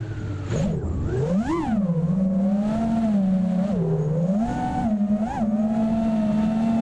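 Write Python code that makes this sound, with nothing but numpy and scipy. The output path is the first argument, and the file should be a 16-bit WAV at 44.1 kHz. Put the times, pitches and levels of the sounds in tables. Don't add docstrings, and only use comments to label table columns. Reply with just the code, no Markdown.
import sys
import numpy as np
from scipy import signal
from scipy.fft import rfft, irfft, next_fast_len
from scipy.io import wavfile
from scipy.ndimage import uniform_filter1d, minimum_filter1d

SR = 44100
rng = np.random.default_rng(int(sys.argv[2]) if len(sys.argv) > 2 else 0)


def materialize(psi):
    bounded = np.clip(np.atleast_2d(psi).T, -1, 1)
    quanta = np.round(bounded * 32767).astype(np.int16)
    wavfile.write(sys.argv[1], SR, quanta)


N = 300321
TIME = np.arange(N) / SR
SIZE = next_fast_len(N, True)
BINS = np.fft.rfftfreq(SIZE, 1 / SR)
BLADES = 3

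# (imbalance [dB], blade tone [dB], its octave [dB], high overtones [dB])
ROTORS = [(0, -7.5, -2, -7.5), (-13, 1.5, 3.5, 0.5), (-8.5, -7, -11.5, -13.5), (-16, -6, -3.5, -6)]


def amp(db):
    return 10 ** (np.asarray(db) / 20)


def unit(x):
    return x / np.sqrt(np.mean(x ** 2) + 1e-20)


def curves(rows):
    s, *columns = np.transpose(rows)
    return [np.interp(TIME, s, column) for column in columns]


def response(points, hz):
    f, db = np.transpose(points)
    return amp(np.interp(np.log(hz + 1), np.log(f), db)) / np.maximum(hz / f[-1], 1) ** 4


def noise(gains):
    return unit(irfft(rfft(rng.standard_normal(SIZE)) * gains, SIZE)[:N])


def noise_band(hz, width_hz, steepness=2):
    return noise(1 / (1 + ((BINS - hz) / width_hz) ** steepness))


def wander(hz):
    step = 16
    count = next_fast_len(N // step + 2, True)
    rates = np.fft.rfftfreq(count, step / SR)
    slow = irfft(rfft(rng.standard_normal(count)) * np.exp(-np.minimum(rates / hz, 20) ** 2), count)
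    return np.interp(TIME, np.arange(count) * step / SR, unit(slow))


def partials(multiples, angle):
    return sum(amp(db) * np.exp(1j * (round(k) * angle + 2 * np.pi * rng.random()))
               for k, db in multiples)


def shaft_angle(hz, stall, hunt_share=.09, hunt_hz=25.24):
    hunting = hz * (1 + hunt_share * stall ** 2 * wander(hunt_hz))
    smooth = uniform_filter1d(hunting, size=1100, mode="nearest")
    nudges = .0025 * wander(25)
    return 2 * np.pi * (np.cumsum(smooth * (1 + nudges)) / SR + rng.random())


def spool_up(hz, lag_s=0.086, max_octaves_per_s=4):
    rate = np.clip(np.gradient(np.log2(hz)) * SR, 0, max_octaves_per_s)
    keep = np.exp(-1 / (lag_s * SR))
    return signal.lfilter([1 - keep], [1, -keep], rate)


def flight_gain(flight, base_db, octave_db, spool_db, air_share):
    octaves, spool, air_db = flight
    return amp(base_db + octave_db * octaves + spool_db * spool + air_share * air_db)


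def wind():
    # (frequency [Hz], level [dB])
    buffet = [(10, 4), (25, -6.5), (50, 4), (90, 5), (170, 1), (260, -1.5), (400, -18.5), (900, -50.5)]
    # (time [s], level [dB])
    strength = [(0, -39), (.42, -39.5), (.55, -25.5), (.68, -20.5), (.8, -34), (1.1, -28.5), (1.3, -32),
                (1.45, -36), (1.56, -23.5), (1.7, -28), (1.9, -35.5), (2.3, -36.5), (2.88, -31), (3.2, -36),
                (3.7, -33.5), (4.3, -39.5), (4.52, -27.5), (4.8, -30.5), (4.95, -39), (5.35, -31.5),
                (5.5, -36.5), (6.81, -34.5)]
    return amp(curves(strength)[0]) * unit(noise(response(buffet, BINS)) * amp(3.3 * wander(5.7)))


def frame_rumble(flight):
    gain = flight_gain(flight, base_db=-33.5, octave_db=-3, spool_db=-2.5, air_share=1.22)
    return gain * noise_band(175, width_hz=35)


def bell_ring(start_s=4.1, end_s=5.4, fade_db_per_s=25, ring_db=-68):
    outside_s = abs(TIME - np.clip(TIME, start_s, end_s))
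    level_db = ring_db - fade_db_per_s * outside_s + 4.5 * wander(17)
    return amp(level_db) * noise_band(6680, width_hz=70)


def bell_chirps(length_s=0.082, rise_s=0.0096, quaver_hz=170, trim_db=-3):
    # (time [s], relative peak [dB], pitch [Hz])
    chirps = [(0.2014, -51.5, 6760), (0.4674, -50, 7190), (0.5044, -42, 6800), (0.5327, -42, 7290),
              (0.5647, -32, 6780), (0.5824, -29.5, 6590), (0.6094, -46, 7500), (0.6355, -37, 7300),
              (0.7164, -45, 6900), (0.7444, -51, 6800), (0.7714, -54, 7660), (0.827, -59, 7210),
              (0.8714, -52, 7630), (0.9144, -59, 7140), (0.9324, -56, 6870), (0.9674, -65, 7800),
              (1.0141, -61, 7210), (1.0451, -58, 6890), (1.0744, -55, 7480), (1.14, -57, 7176),
              (1.1737, -49, 7780), (1.2092, -51, 7280)]
    out = np.zeros(N)
    t = np.arange(int(length_s * SR)) / SR
    swell = t / rise_s * np.exp(1 - t / rise_s) * signal.windows.tukey(len(t), .2)
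    quaver = quaver_hz * wander(300)
    for s, db, hz in chirps:
        start = int((s - rise_s) * SR)
        span = slice(start, start + len(t))
        out[span] += amp(db + trim_db) * swell * np.sin(2 * np.pi * np.cumsum(hz + quaver[span]) / SR)
    return out


def idle_motors(hz, stall, flight, magnets=14, top_hz=115, width_hz=100):
    angle = 2 * np.pi * magnets * np.cumsum(np.minimum(hz, top_hz)) / SR
    buzz = wander(width_hz) * np.cos(angle) + wander(width_hz) * np.sin(angle)
    buzz *= flight_gain(flight, base_db=-51, octave_db=-1.5, spool_db=2.5, air_share=0.2)
    twitter = unit(noise_band(7350, width_hz=450, steepness=4) * amp(6 * wander(50)))
    return buzz + amp(-60) * stall ** 2 * twitter


def chopped_air(spectrum, angles, depth, gust_db):
    passage = sum(np.cos(BLADES * angle) for angle in angles) / 2
    gusty = noise(response(spectrum, BINS)) * amp(gust_db * wander(44))
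    return unit(gusty * (1 + depth * passage))


def blade_hiss(angles, idle, flight, fizz_hz=7900, idle_fizz_db=-12.5):
    # (frequency [Hz], level [dB])
    spectrum = [(3500, -10.5), (5000, -1.5), (6000, 0.5), (6800, 3), (8000, 0.5), (9000, -5), (10200, -10),
                (11500, -19.5), (13000, -24), (15000, -46.5)]
    hiss = chopped_air(spectrum, angles, depth=0.29, gust_db=0.5)
    lowpass = (1 - np.tanh((BINS - fizz_hz) / 600)) / 2
    dark = irfft(rfft(hiss, SIZE) * lowpass, SIZE)[:N]
    dark_gain = flight_gain(flight, base_db=-61, octave_db=4, spool_db=2.5, air_share=0.51)
    fizz_gain = flight_gain(flight, base_db=-66.5, octave_db=5, spool_db=0.8, air_share=0.54)
    return dark_gain * unit(dark) + fizz_gain * amp(idle_fizz_db * idle) * unit(hiss - dark)


def blade_rush(angles, fast, flight):
    # (frequency [Hz], level [dB])
    swish_spectrum = [(700, -18), (1050, -6), (1350, 0), (1800, -3), (2300, -9)]
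    chop_spectrum = [(1200, 1), (2000, -4), (2400, -2), (2900, -1), (3700, -4.5), (4500, -5.5), (4900, -18),
                     (6000, -14)]
    swish = chopped_air(swish_spectrum, angles, depth=0.12, gust_db=1.6)
    swish *= flight_gain(flight, base_db=-48.5, octave_db=5, spool_db=0.55, air_share=0.77)
    chop = chopped_air(chop_spectrum, angles, depth=0.44, gust_db=0.47)
    chop *= flight_gain(flight, base_db=-51.5, octave_db=2.5, spool_db=1.24, air_share=1)
    return np.sqrt(1 - fast) * swish + np.sqrt(1 - fast ** 2 / 2) * chop


def blade_wake(angles, load_db, stall, flight, thinning_db_per_octave=17.5):
    # (frequency [Hz], level [dB])
    spectrum = [(100, -14), (200, -3), (330, -5), (550, 0), (750, -3), (1000, -11), (1500, -22)]
    octaves, spool, _ = flight
    wake_db = load_db - 8 - stall - 0.5 * spool
    wake_db -= thinning_db_per_octave * np.maximum(octaves, 0)
    return amp(wake_db) * chopped_air(spectrum, angles, depth=0.083, gust_db=2)


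def inflow(stall, flutter_db=2, scatter_hz=70):
    scatter = (wander(scatter_hz) + 1j * wander(scatter_hz)) / np.sqrt(2)
    return amp(flutter_db * wander(26)) * (np.sqrt(1 - stall ** 2) + stall * scatter)


def blade_whine(speeds, angles, load_db, stall, idle):
    # (multiple of shaft speed, level [dB])
    uneven = [(2, -18), (4, -31.5), (5, -40), (7, -41)]
    overtones = [(9, 0), (12, -5), (15, -14)]
    # (frequency [Hz], gain [dB])
    carry = [(250, 2), (400, 4), (550, 3), (750, 1.5), (920, -3.5), (1050, 1), (1170, 3.5)]
    # (time [s], level [dB])
    bite = [(0, -53), (1, -50), (1.2, -49), (1.4, -41), (1.57, -37.5), (1.78, -42.5), (2.3, -53.5),
            (2.8, -45.5), (3.3, -56.5), (3.9, -45.5), (4.22, -61), (4.5, -44.5), (4.8, -47), (5.05, -54),
            (5.35, -44.5), (5.5, -49), (6.3, -46.5), (6.62, -44), (6.81, -52)]
    scream = [(1, -62), (1.3, -53), (1.55, -48), (1.72, -49), (1.9, -61), (2.3, -64), (3.7, -61),
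              (4.2, -65), (4.5, -57), (4.8, -56), (5.15, -57), (5.35, -52.5), (5.5, -58), (6, -56),
              (6.81, -55.5)]
    # (time [s], level [dB])
    rasp = [(5.4, -89), (5.95, -54.5), (6.6, -51), (6.81, -52)]
    tone, octave, edge = np.zeros((3, N))
    for (_, tone_db, octave_db, edge_db), hz, angle in zip(ROTORS, speeds, angles):
        air = inflow(stall)
        passage = np.exp(1j * BLADES * angle)
        carried = response(carry, BLADES * hz) * passage
        tone += amp(tone_db) * (air * (carried + partials(uneven, angle))).real
        octave += amp(octave_db) * (air * passage ** 2).real
        edge += amp(edge_db) * (air * partials(overtones, angle)).real
    whine = amp(load_db + 0.5) * unit(tone) + amp(curves(bite)[0]) * unit(octave)
    whine += (1 - idle) * amp(curves(scream)[0]) * unit(edge)
    return whine + amp(curves(rasp)[0]) * unit(partials(overtones, angles[3]).real)


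def frame_hum(speeds, angles):
    # (frequency [Hz], gain [dB])
    frame = [(80, -28.5), (105, -34), (135, -26.5), (165, -21), (200, -16.5), (230, -19), (247, -31),
             (275, -33), (305, -22.5), (350, -19)]
    # (time [s], gain [dB])
    hum = [(1.25, 1), (1.38, 1.5), (1.5, 1), (1.62, 2.5), (1.8, 1), (3, -2.5), (3.15, 3.5), (3.7, -2.5),
           (3.85, -1), (4.15, -0.5), (5.15, -0.5), (5.3, -7.5), (5.37, -10.5), (5.44, 0)]
    throb = [(1.6, 0), (1.75, 7), (2, 9), (2.12, 8), (2.2, -1), (2.5, -3), (2.62, 1), (2.7, -12),
             (2.78, -10), (2.85, 2), (3, 2), (3.15, -6), (3.3, -5), (3.42, 2), (3.75, 3), (3.87, -6),
             (4.1, -6), (4.22, 3), (4.5, 0), (4.8, 0), (4.92, 7), (5.2, 7), (5.33, -9), (5.45, 4), (5.6, 4),
             (5.75, 1), (6.81, 3)]
    hum_db, throb_db = curves(hum) + curves(throb)
    gains = [amp(rotor[0] + hum_db) * response(frame, hz) for rotor, hz in zip(ROTORS, speeds)]
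    gains[2] *= amp(throb_db)
    return np.sqrt(2) * sum(gain * np.sin(angle) for gain, angle in zip(gains, angles))


def scene(cruise_hz=224.7, idle_hz=133):
    # (time [s], turns a second [Hz])
    throttle = [(0, 110.1), (.5, 91.98), (.66, 211.8), (.85, 86), (1.02, 80.5), (1.2, 129.7), (1.3, 168.6),
                (1.35, 184.8), (1.45, 249.3), (1.53, 335.7), (1.575, 348.9), (1.665, 265.9), (1.77, 216.2),
                (1.88, 180.9), (1.99, 163.5), (2.17, 189.6), (2.4, 192.4), (2.8, 224.5), (3.02, 224.7),
                (3.24, 188.6), (3.61, 180.9), (3.69, 207.1), (3.81, 166.6), (4.08, 150.9), (4.22, 163.2),
                (4.48, 245.2), (4.83, 246.4), (4.89, 213.6), (5, 201.6), (5.22, 206.7), (5.345, 277.3),
                (5.44, 208.9), (5.75, 222), (6.05, 224.4), (6.3, 210.8), (6.7, 227)]
    # (time [s], second [%], third [%], fourth [%])
    steering = [(0, -2, 9, 25), (.5, 4, 22, 58), (.57, 14, -12, 46), (.66, -8, 5, 26), (.74, -20, 20, 10),
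                (1, 14, 39.5, 84), (1.18, 7, -4, 20), (1.26, 3, -4, 17), (1.36, 1, -4, 4), (1.47, 0, -4, 3),
                (1.58, -1.5, -6, 14), (1.7, 1, -8.5, 14), (1.82, -6, -9, 6), (2, -1, -7.5, 4.6),
                (2.12, 0, -13, 8), (2.42, -7, -9.5, 18.6), (2.68, -1, -7, 31), (2.82, 1, 8, 36.7),
                (3.05, 2, 8, 33), (3.25, 1, 12.5, 32), (3.6, 3, 19.5, 34.4), (3.69, 2, 9, 29.4),
                (3.76, -19, 18, 13.2), (3.82, -23.5, -12.5, 3), (3.98, -13, -17, 8.3),
                (4.18, 8.5, -10, 19.2), (4.35, -2, -8, 11.8), (4.52, 0, 16.5, 22), (4.8, 2, 15, 22.7),
                (4.9, 0.5, 6.5, 18.3), (5.05, 0.5, 5, 17.7), (5.22, 2.5, 5, 18.4), (5.36, 5, 12.5, 21.8),
                (5.46, -10, 9, 12.7), (5.62, -3, 8, 20.8), (6, 0, 5.5, 32.8), (6.3, -0.5, 9.5, 42),
                (6.55, 0.5, 11.5, 35.5), (6.81, -0.5, 16, 27.4)]
    # (time [s], level [dB])
    load = [(0, -40.5), (.46, -40.5), (.6, -24.5), (.8, -32.5), (1.02, -38), (1.17, -28.5), (1.3, -26),
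            (1.4, -30), (1.58, -22.5), (1.8, -31), (2.2, -34), (2.75, -28), (3.5, -32.5), (3.69, -28.5),
            (4.1, -31.5), (4.75, -27.5), (5.05, -31.5), (5.35, -28), (5.5, -31.5), (5.8, -27.5),
            (6.81, -27.5)]
    # (time [s], relative level [dB])
    airspeed = [(0, -1), (.44, 2), (.52, 11), (.562, 9.5), (.577, 15), (.62, 12), (.7, 7), (.82, -11),
                (1.2, -0.5), (1.65, 4), (1.9, -3.5), (2.3, -7), (2.7, 6), (3.05, 6.5), (3.2, 4),
                (3.58, 3.5), (3.68, 7.5), (3.82, -3.5), (4.15, -8), (4.35, -3), (4.52, 3), (4.84, 2),
                (4.9, 0.5), (5.5, -4.5), (6, 8.5), (6.6, 9.5), (6.81, 6.5)]
    # (time [s], roughness [0-1])
    stalling = [(0, .42), (.45, .48), (.54, .95), (.95, .85), (1.15, .3), (1.3, .1), (1.55, .12),
                (1.8, .12), (3.58, .14), (3.68, .35), (3.8, .12), (6.81, .11)]
    lead_hz, load_db, air_db, stall = curves(throttle) + curves(load) + curves(airspeed) + curves(stalling)
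    speeds = [lead_hz] + [lead_hz * (1 + percent / 100) for percent in curves(steering)]
    angles = [shaft_angle(hz, stall) for hz in speeds]
    octaves = np.log2(np.maximum(speeds[1], idle_hz) / cruise_hz)
    flight = (octaves, spool_up(lead_hz), air_db)
    idle = 1 / (1 + (lead_hz / 125) ** 12)
    fast = 1 / (1 + (190 / speeds[1]) ** 4)

    whine = blade_whine(speeds, angles, load_db, stall, idle)
    air = blade_wake(angles, load_db, stall, flight) + blade_rush(angles, fast, flight)
    air += blade_hiss(angles, idle, flight)
    background = wind() + fast * frame_rumble(flight)
    motors = idle * idle_motors(lead_hz, stall, flight) + bell_chirps() + bell_ring()
    return (background + motors + air + whine + frame_hum(speeds, angles))[None]


def record(dry, ceiling_db=-15, recovery_db_per_s=45, top_hz=14900):
    over_db = np.maximum(20 * np.log10(abs(dry[0]) + 1e-9) - ceiling_db, 0)
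    fall = recovery_db_per_s * TIME
    held_db = np.maximum.accumulate(over_db + fall) - fall
    gain_db = uniform_filter1d(minimum_filter1d(-held_db, size=130), size=130)
    lowpass = signal.firwin(511, top_hz, window=("kaiser", 9), fs=SR)
    soft_ends = signal.windows.tukey(N, .004)
    return signal.oaconvolve(dry * amp(gain_db) * soft_ends, lowpass[None], "same")


dry = scene()
out = record(dry)
materialize(out)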